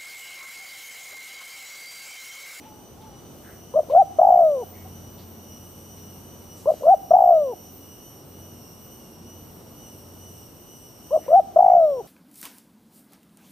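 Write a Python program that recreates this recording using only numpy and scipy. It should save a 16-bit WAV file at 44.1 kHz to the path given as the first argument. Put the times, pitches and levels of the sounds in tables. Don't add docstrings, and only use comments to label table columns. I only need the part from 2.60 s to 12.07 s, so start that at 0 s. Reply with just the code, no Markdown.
import sys
import numpy as np
from scipy import signal
from scipy.fft import rfft, irfft, next_fast_len
from scipy.io import wavfile
from scipy.ndimage import uniform_filter1d, map_coordinates

SR = 44100
rng = np.random.default_rng(int(sys.argv[2]) if len(sys.argv) > 2 else 0)


def dump(signal):
    limited = np.clip(np.atleast_2d(signal).T, -1, 1)
    pcm = np.round(limited * 32767).astype(np.int16)
    wavfile.write(sys.argv[1], SR, pcm)


def volts(x):
    e = np.asarray(x, float) / 20
    return 10 ** e


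N = 417627
T = np.arange(N) / SR

# freq_hz [Hz], level_db [dB per Hz]
RUMBLE_COLOUR = [(15, -57), (25, -27.5), (55, -5.5), (93, -6), (144, -3), (330, -5), (782, -13.5),
                 (1300, -20), (1800, -29), (3430, -28.5), (6720, -31.5), (10100, -34), (13000, -34.5),
                 (15500, -45)]
# freq_hz [Hz], likeness [0-1]
TRAFFIC_LIKENESS = [(60, 0.8246), (180, 0.88), (550, 0.66), (1650, 0.35), (4970, 0.34), (15000, 0.13)]
# time_s [s], chorus_db [dB], rumble_db [dB]
BACKGROUND_LEVELS = [(0.0, -62.5, -48.5), (0.97, -59, -47.5), (1.868, -65.5, -48), (2.03, -60.5, -47),
                     (2.69, -58, -48), (3.51, -58, -48.5), (4.53, -61.5, -48.5), (5.49, -58, -49),
                     (6.96, -59.5, -48.5), (8.2, -58.5, -51), (8.44, -58, -48.5), (9.23, -66.5, -49.5),
                     (9.47, -56.5, -49.5)]
# freq_hz [Hz], level_db [dB]
ENGINE_ORDERS = [(91, 0.5), (113, -12), (136, -9.5), (182, -10.5), (228, -4.5)]
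# time_s [s], level_db [dB]
ENGINE_LEVELS = [(0.0, -69), (.34, -57), (1.87, -53), (2.11, -50), (4.09, -51.5), (4.64, -62),
                 (6.01, -51.5), (7.5, -53), (8.09, -58.5), (9.47, -68.5)]
# pitch_hz [Hz], rate [strokes/s], rise_hz [Hz a stroke], level_db [dB]
FAR_CICADAS = [(2935, 2.1, 50, 3), (3010, 2.3, 51, -0.5), (2870, 2.1, 30, -8), (2800, 1.6, 22, -5)]
# centre_hz [Hz], width_hz [Hz], level_db [dB]
CHORUS_BANDS = [(2946, 200, -10.5), (5846, 540, -8), (8510, 600, -11), (11600, 800, -11.5),
                (14210, 730, -7)]
# start_s [s], length_s [s]
CICADA_STROKES = [(0, .5), (.62, .43), (1.1, .4), (1.62, .38), (2.02, .46), (2.5, .48), (3.0, .48),
                  (3.5, .5), (4.03, .49), (4.56, .52), (5.11, .52), (5.65, .5), (6.2, .37), (6.67, .35),
                  (7.1, .33), (7.55, .33), (8.0, .33), (8.45, .35), (8.92, .48)]
# multiple [x pitch], main_db [dB], lower_side_db [dB],
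# upper_side_db [dB], growth_db [dB a stroke]
TYMBAL_OVERTONES = [(1, -68, -85, -83.5, -1.5), (2, -61, -73.5, -71.5, 20), (3, -67, -75, -70, 1),
                    (4, -61.5, -72, -66, 2), (5, -54.5, -57, -64, -2.5)]
# time_s [s], end_pitch_hz [Hz], fall_hz [Hz a stroke], level_db [dB]
CICADA_TIRING = [(0, 2952, 67, -7.5), (1.1, 2942, 58, -6.5), (1.62, 2886, 36, -4), (2.02, 2874, 46, 0),
                 (4.56, 2837, 39, 0), (5.65, 2822, 45, 0), (6.67, 2818, 31, -1.5), (8.0, 2799, 30, -4),
                 (8.92, 2781, 28, -6)]
# start_s [s], length_s [s], pitch_hz [Hz], arch_hz [Hz], level_db [dB]
FAR_NOTES = [
    (0, 0.29, 792, 80.5, -46),
    (.37, 0.22, 771, 101.8, -46),
    (.83, .14, 1460, 109, -55),
    (2.12, 0.18, 2070, 185, -59),
]
# start_s [s], length_s [s], centre_hz [Hz], width_hz [Hz], level_db [dB]
RUSTLE_PUFFS = [(0.02, 0.1, 2430, 2503, -58), (0.405, 0.0836, 3280, 1500, -61),
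                (0.83, 0.19, 1630, 900, -54), (1.296, 0.067, 3039, 2880, -53.5),
                (2.119, 0.2, 2020, 504.5, -61), (2.575, 0.1, 4060, 3504, -56),
                (3.171, 0.0491, 2800, 2500, -72), (3.361, 0.073, 3200, 3000, -61),
                (3.954, 0.15, 7680, 7000, -53.5), (4.062, 0.3, 5900, 8030, -56.5),
                (6.995, 0.03874, 1500, 2000, -63), (8.613, .15, 1990, 1510, -58),
                (9.043, 0.19, 2140, 495, -59), (1.766, .04, 2150, 303, -62.5)]
# pitch_hz [Hz], level_db [dB]
DOVE_OCTAVE = [(380, 1), (470, -7.5), (560, -26.5), (660, -34), (790, -50.5)]
# multiple [x pitch], level_db [dB]
DOVE_UPPER = [(3, -52), (6, -44), (7, -44)]
# share [0-1 of length], pitch_hz [Hz], peak_db [dB], open_share [sound left between throbs]
FIRST_COO = [(.08, 570, -22.5, 0.47), (.25, 603, -12.5, .92), (.41, 636, -10, .37), (.58, 643, -8, 0.062),
             (.72, 600, -10, 0.5), (.82, 596, -31.5, 1), (.9, 600, -34.5, 1), (1, 591, -53.5, 0.81)]
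SECOND_COO = [(.09, 558, -19.5, .45), (.22, 608, -14, .35), (.38, 660, -5.5, .35), (.54, 705, -5.5, .85),
              (.62, 770, -8.5, .97), (.74, 792, -7, 1), (.86, 745, -7.8, 1), (.915, 610, -15, 1),
              (1, 720, -38, 1)]
LONG_COO = [(.024, 655, -5.5, -0.057), (.075, 702.8, -4, -.15), (.11, 747.4, -5, -.15),
            (.2, 740, -6, -0.29), (.44, 697.3, -5.5, 0.19), (.58, 642.8, -9.5, 0.74),
            (.74, 579.3, -18, .88), (.95, 470, -27.5, 0.71), (1, 340, -39.5, 0.95)]
# shape [table], opening_s [s], gap_s [s], gap_loss_s [s a throb],
# joined [index of the throb that may join the next], scoop_s [s]
COO_KINDS = [
    (FIRST_COO, [], .015, 0, 3, .009),
    (SECOND_COO, [], .0142, .0006, 4, .006),
    (LONG_COO, [.011, .034, .048], .0194, .0005, 2, .0025),
]
# start_s [s], length_s [s], even_throbs_s [s after start], joining [0-1], level_db [dB]
PHRASES = [
    [(1.138, .09, .008, .31, .5), (1.297, .142, .013, .24, 0), (1.585, .458, .067, -.1, 0)],
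    [(4.056, .087, .005, .45, 0), (4.232, .125, .011, .84, 0), (4.506, .436, .0625, .7, -.5)],
    [(8.506, .095, .012, .5, -1.5), (8.680, .134, .012, .86, 0), (8.959, .463, .069, .1, 0)],
]
# time_s [s], pitch_hz [Hz], peak_db [dB],
# length_s [s]
CROP_STIRS = [(1.234, 632, -32.5, 0.0045), (1.275, 628, -38, 0.0041), (1.289, 534, -32, 0.0038),
              (2.031, 731, -33, 0.013), (2.13, 730.4, -46.5, 0.025), (2.261, 757, -41.5, 0.02),
              (4.14, 593, -23, 0.0039), (4.211, 562, -31.5, 0.005), (4.224, 575, -24.5, 0.0053),
              (4.936, 755, -29, 0.0099), (8.591, 689, -29.5, 0.0049), (8.666, 586, -33, 0.003836),
              (9.41, 760, -30.5, 0.0085)]
# freq_hz [Hz], level_db [dB]
WALL_ANSWER = [(200, -38.5), (450, -4), (700, -11), (775, -1), (900, -10.5), (1600, -37.5)]
# freq_hz [Hz], t60_s [s]
WALL_DECAY = [(300, 0.0003), (770, .9), (2000, .4)]


def unit(x):
    return x / np.sqrt(np.mean(x ** 2) + 1e-20)


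def along(points, hz):
    f, v = np.transpose(points)
    return np.interp(np.log(hz + 1), np.log(f + 1), v)


def wobble(rate):
    coarse = T[::50]
    knots = rng.standard_normal(int(N * rate / SR) + 4)
    return np.interp(T, coarse, map_coordinates(knots, [coarse * rate]))


def turns(hz):
    return 2 * np.pi * np.cumsum(hz) / SR


def filtered(x, response):
    m = next_fast_len(x.shape[-1] + 8192)
    spectrum = rfft(x, m) * response(np.fft.rfftfreq(m, 1 / SR))
    return irfft(spectrum, m)[..., :x.shape[-1]]


def rush(gain, alike):
    def turn(hz):
        return np.arccos(np.clip(along(alike, hz), -1, 1)) / 2

    pair = rng.standard_normal((2, N))
    mid, side = filtered(pair, lambda hz: gain(hz) * [np.cos(turn(hz)), np.sin(turn(hz))])
    return np.array([mid + side, mid - side])


def placed(x, pan_db, lag):
    late = np.interp(np.arange(N) - lag, np.arange(N), x)
    return np.array([volts(pan_db / 2) * x, volts(-pan_db / 2) * late])


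def traffic():
    return volts(0.5 * wobble(3.8)) * unit(rush(lambda f: volts(along(RUMBLE_COLOUR, f)), TRAFFIC_LIKENESS))


def engine():
    orders = 0
    for hz, db in ENGINE_ORDERS:
        level = volts(db + 3.5 * wobble(4))
        orders = orders + level * np.sin(turns(hz * (1 + .007 * wobble(3))))
    return volts(np.interp(T, *np.transpose(ENGINE_LEVELS))) * orders


def strokes():
    start, length = np.transpose(CICADA_STROKES)
    row = np.clip(np.searchsorted(start, T) - 1, 0, None)
    return row, np.clip((T - start[row]) / length[row], 0, 1)


def chorus():
    voices = 0
    for hz, rate, rise_hz, db in FAR_CICADAS:
        stroke = (rate * T + rng.random()) % 1
        phase = turns(hz + rise_hz * (stroke - .5) + 12 * wobble(0.66) + 6 * wobble(50))
        voice = volts(-6.5) * np.sin(phase) + np.sin(2 * phase) + volts(-10.5) * np.sin(3 * phase)
        swell = volts(db + 1.0 + 1.8 * wobble(9) + 2.2 * wobble(30)) * np.sin(np.pi * stroke) ** 3
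        voices = voices + placed(swell * voice, rng.normal(0, 2.5), rng.integers(-2, 3))

    def humps(f):
        return sum(volts(db) / (1 + np.abs(2 * (f - hz) / width) ** 2.0) for hz, width, db in CHORUS_BANDS)

    alike = [(3000, 0.8), (8500, 0.2), (14000, 0.3)]  # (Hz, likeness)
    sink = .012
    early = unit(rush(lambda f: humps(f * (1 - sink)), alike))
    late = unit(rush(lambda f: humps(f * (1 + sink)), alike))
    turn = np.pi / 2 * T / T[-1]
    bands = np.cos(turn) * early + np.sin(turn) * late
    pulse_db = 2.0 * np.sin(np.pi * strokes()[1] ** 1.5)
    return voices + volts(3.5 + 1.1 * wobble(5.5) + 2.0 * wobble(2.5) + pulse_db) * bands


def near_cicada(beat_hz=279):
    s, *song_now = np.transpose(CICADA_TIRING)
    starts = np.transpose(CICADA_STROKES)[0]
    bottom, drop, db = (np.interp(starts, s, column) for column in song_now)
    row, u = strokes()
    left_to_fall = (1 - u) ** 1.2
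    turn = np.exp(1j * turns(bottom[row] + drop[row] * left_to_fall + 0.5 * wobble(40)))
    beat = np.exp(1j * turns(beat_hz + 1.5 * wobble(1.3)))
    song, power = 0, 1
    for k, main_db, low_db, high_db, growth_db in TYMBAL_OVERTONES:
        power = power * turn
        lines = volts(main_db) + volts(low_db) * np.conj(beat) + volts(high_db) * beat
        flicker_db = 2.2 * wobble(6) + 1.2 * wobble(16)
        song = song + volts(growth_db * (u - 0.55) + flicker_db) * np.imag(lines * power)
    envelope = 0.38 + 0.44 * np.sin(np.pi * u) ** 0.072
    return placed(volts(db[row]) * envelope * song, -.7, 0)


def far_birds():
    out = np.zeros(N)
    for s, length, hz, arch_hz, db in FAR_NOTES:
        u = np.clip((T - s) / length, 0, 1)
        level = volts(db + 2.5 * wobble(50)) * np.abs(np.sin(np.pi * u ** .6)) ** 0.8
        pitch = hz + arch_hz * np.sin(np.pi * u ** .7) + 28 * wobble(120)
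        out = out + level * np.sin(turns(pitch))
    return volts(-3.0) * placed(out, 2.1, 1.8)


def rustles():
    out = np.zeros((2, N))
    for s, length, hz, width_hz, db in RUSTLE_PUFFS:
        u = np.linspace(0, 1, int(length * SR))
        grains = rng.standard_normal((3, SR // 2))[:, :len(u)]
        both = grains[0] + .5 * grains[1:]
        puff = filtered(both, lambda f: 1 / (1 + (2 * (f - hz) / width_hz) ** 2))
        out[:, int(s * SR):][:, :len(u)] += volts(db) * unit(puff) * np.sin(np.pi * u ** 0.5) ** 1.4
    return out


def ducking(x, knee_db=-22, slope=0.09, release_s=0.14):
    level = uniform_filter1d(np.abs(x), 1500)
    keep = np.exp(-1 / (release_s * SR))
    held = signal.lfilter([1 - keep], [1, -keep], level)
    return (1 + held / volts(knee_db)) ** -slope


def walls(x):
    hz, t, z = signal.stft(rng.standard_normal((2, SR)), SR, nperseg=512)
    colour_db = along(WALL_ANSWER, hz)[:, None] - 60 * t / along(WALL_DECAY, hz)[:, None]
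    tail = signal.istft(z * volts(colour_db), SR, nperseg=512)[1]
    delayed = np.pad(x, (400, 0))[None]
    return signal.fftconvolve(delayed, tail / np.linalg.norm(tail[0]), axes=1)[:, :N]


def throbs(length, begin, opening, gap, loss):
    gaps = np.maximum(gap - loss * np.arange(60), .013)
    uneven = .0009 * rng.standard_normal(60)
    return np.r_[0, opening, begin, begin + np.cumsum(gaps) + uneven]


def crop_stirs(out):
    t = np.arange(-2000, 2000) / SR
    for s, hz, db, length in CROP_STIRS:
        part = out[int(s * SR) - 2000:][:len(t)]
        burst = volts(db) * np.exp(-(2.1 * t / length) ** 2) * np.sin(2 * np.pi * hz * t)
        part += burst[:len(part)]


def dove(narrow=1.0, chirp_hz=32, jitter_hz=3, scoop_hz=130, breath_db=-32):
    out = np.zeros(N)
    shake = jitter_hz * wobble(120)
    uneven_db = 0.7 * wobble(45)
    breath = unit(filtered(rng.standard_normal(N), lambda f: 1 / (1 + ((f - 900) / 300) ** 4)))
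    coos = [(coo, kind) for phrase in PHRASES for coo, kind in zip(phrase, COO_KINDS)]
    for (start, length, begin, join, gain_db), (shape, opening, gap, loss, joined, scoop_s) in coos:
        share, pitch, level_db, open_share = np.transpose(shape)
        span = slice(int(start * SR), int((start + length) * SR))
        age = T[span] - start
        s = throbs(length, begin, opening, gap, loss)
        left = np.clip(np.interp(s / length, share, open_share), -.5, 1)
        left = left + .1 * (1 - left) * rng.standard_normal(len(s))
        left[0], left[joined] = 1, min(join, 1)
        place = np.interp(age, s, np.arange(len(s)))
        rest = left[place.astype(int)]
        lobe = np.abs(np.cos(np.pi * (place % 1) ** 1.1)) ** (1.5 + narrow * (1 - rest))
        gate = rest + (1 - rest) * lobe
        steady = np.clip(np.interp(age, s, left), .3, 1)
        hz = np.interp(age / length, share, pitch) - scoop_hz * np.exp(-age / scoop_s)
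        chirp = chirp_hz * (1 - rest) * np.sin(2 * np.pi * place)
        phase = turns(hz + shake[span] + chirp)
        early_db = 9 * np.exp(-age / 0.017)
        tone = np.sin(phase) + steady * volts(along(DOVE_OCTAVE, hz) + early_db) * np.sin(2 * phase)
        upper = sum(volts(db) * np.sin(k * phase) for k, db in DOVE_UPPER)
        tone = tone + steady ** 2 * np.clip((690 - hz) / 40, 0, 1) * upper
        tone = tone + steady ** 2 * (hz >= 700) * volts(-53) * np.sin(5 * phase)
        fresh = np.exp(-age / 0.081)
        tone = tone + volts(breath_db) * (fresh + 0.94 * (1 - steady)) * (hz < 760) * breath[span]
        level = volts(np.interp(age / length, share, level_db) + gain_db + uneven_db[span])
        onset = np.minimum(place, 1) ** .75 * np.sin(np.pi / 2 * np.minimum(age / .002, 1)) ** 2
        release = np.minimum((length - age) / .004, 1)
        out[span] = level * onset * release * gate * tone
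    crop_stirs(out)
    return out


def scene():
    bird = dove()
    s, chorus_db, rumble_db = np.transpose(BACKGROUND_LEVELS)
    trees = volts(np.interp(T, s, chorus_db)) * chorus() + near_cicada()
    street = volts(np.interp(T, s, rumble_db + 1.5)) * traffic() + volts(1.5) * engine()
    background = trees + street + far_birds() + rustles()
    direct = volts(.7) * placed(bird, 1.9, 4)
    return direct + volts(-41.0) * walls(bird) + ducking(bird) * background


def roll_off(x):
    return signal.sosfilt(signal.butter(12, 15270, fs=SR, output="sos"), x)


def record(dry):
    mix = filtered(dry, lambda hz: 1 / (1 + (hz / 15050) ** 60))
    return roll_off(mix)


dry = scene()
out = record(dry)
dump(out)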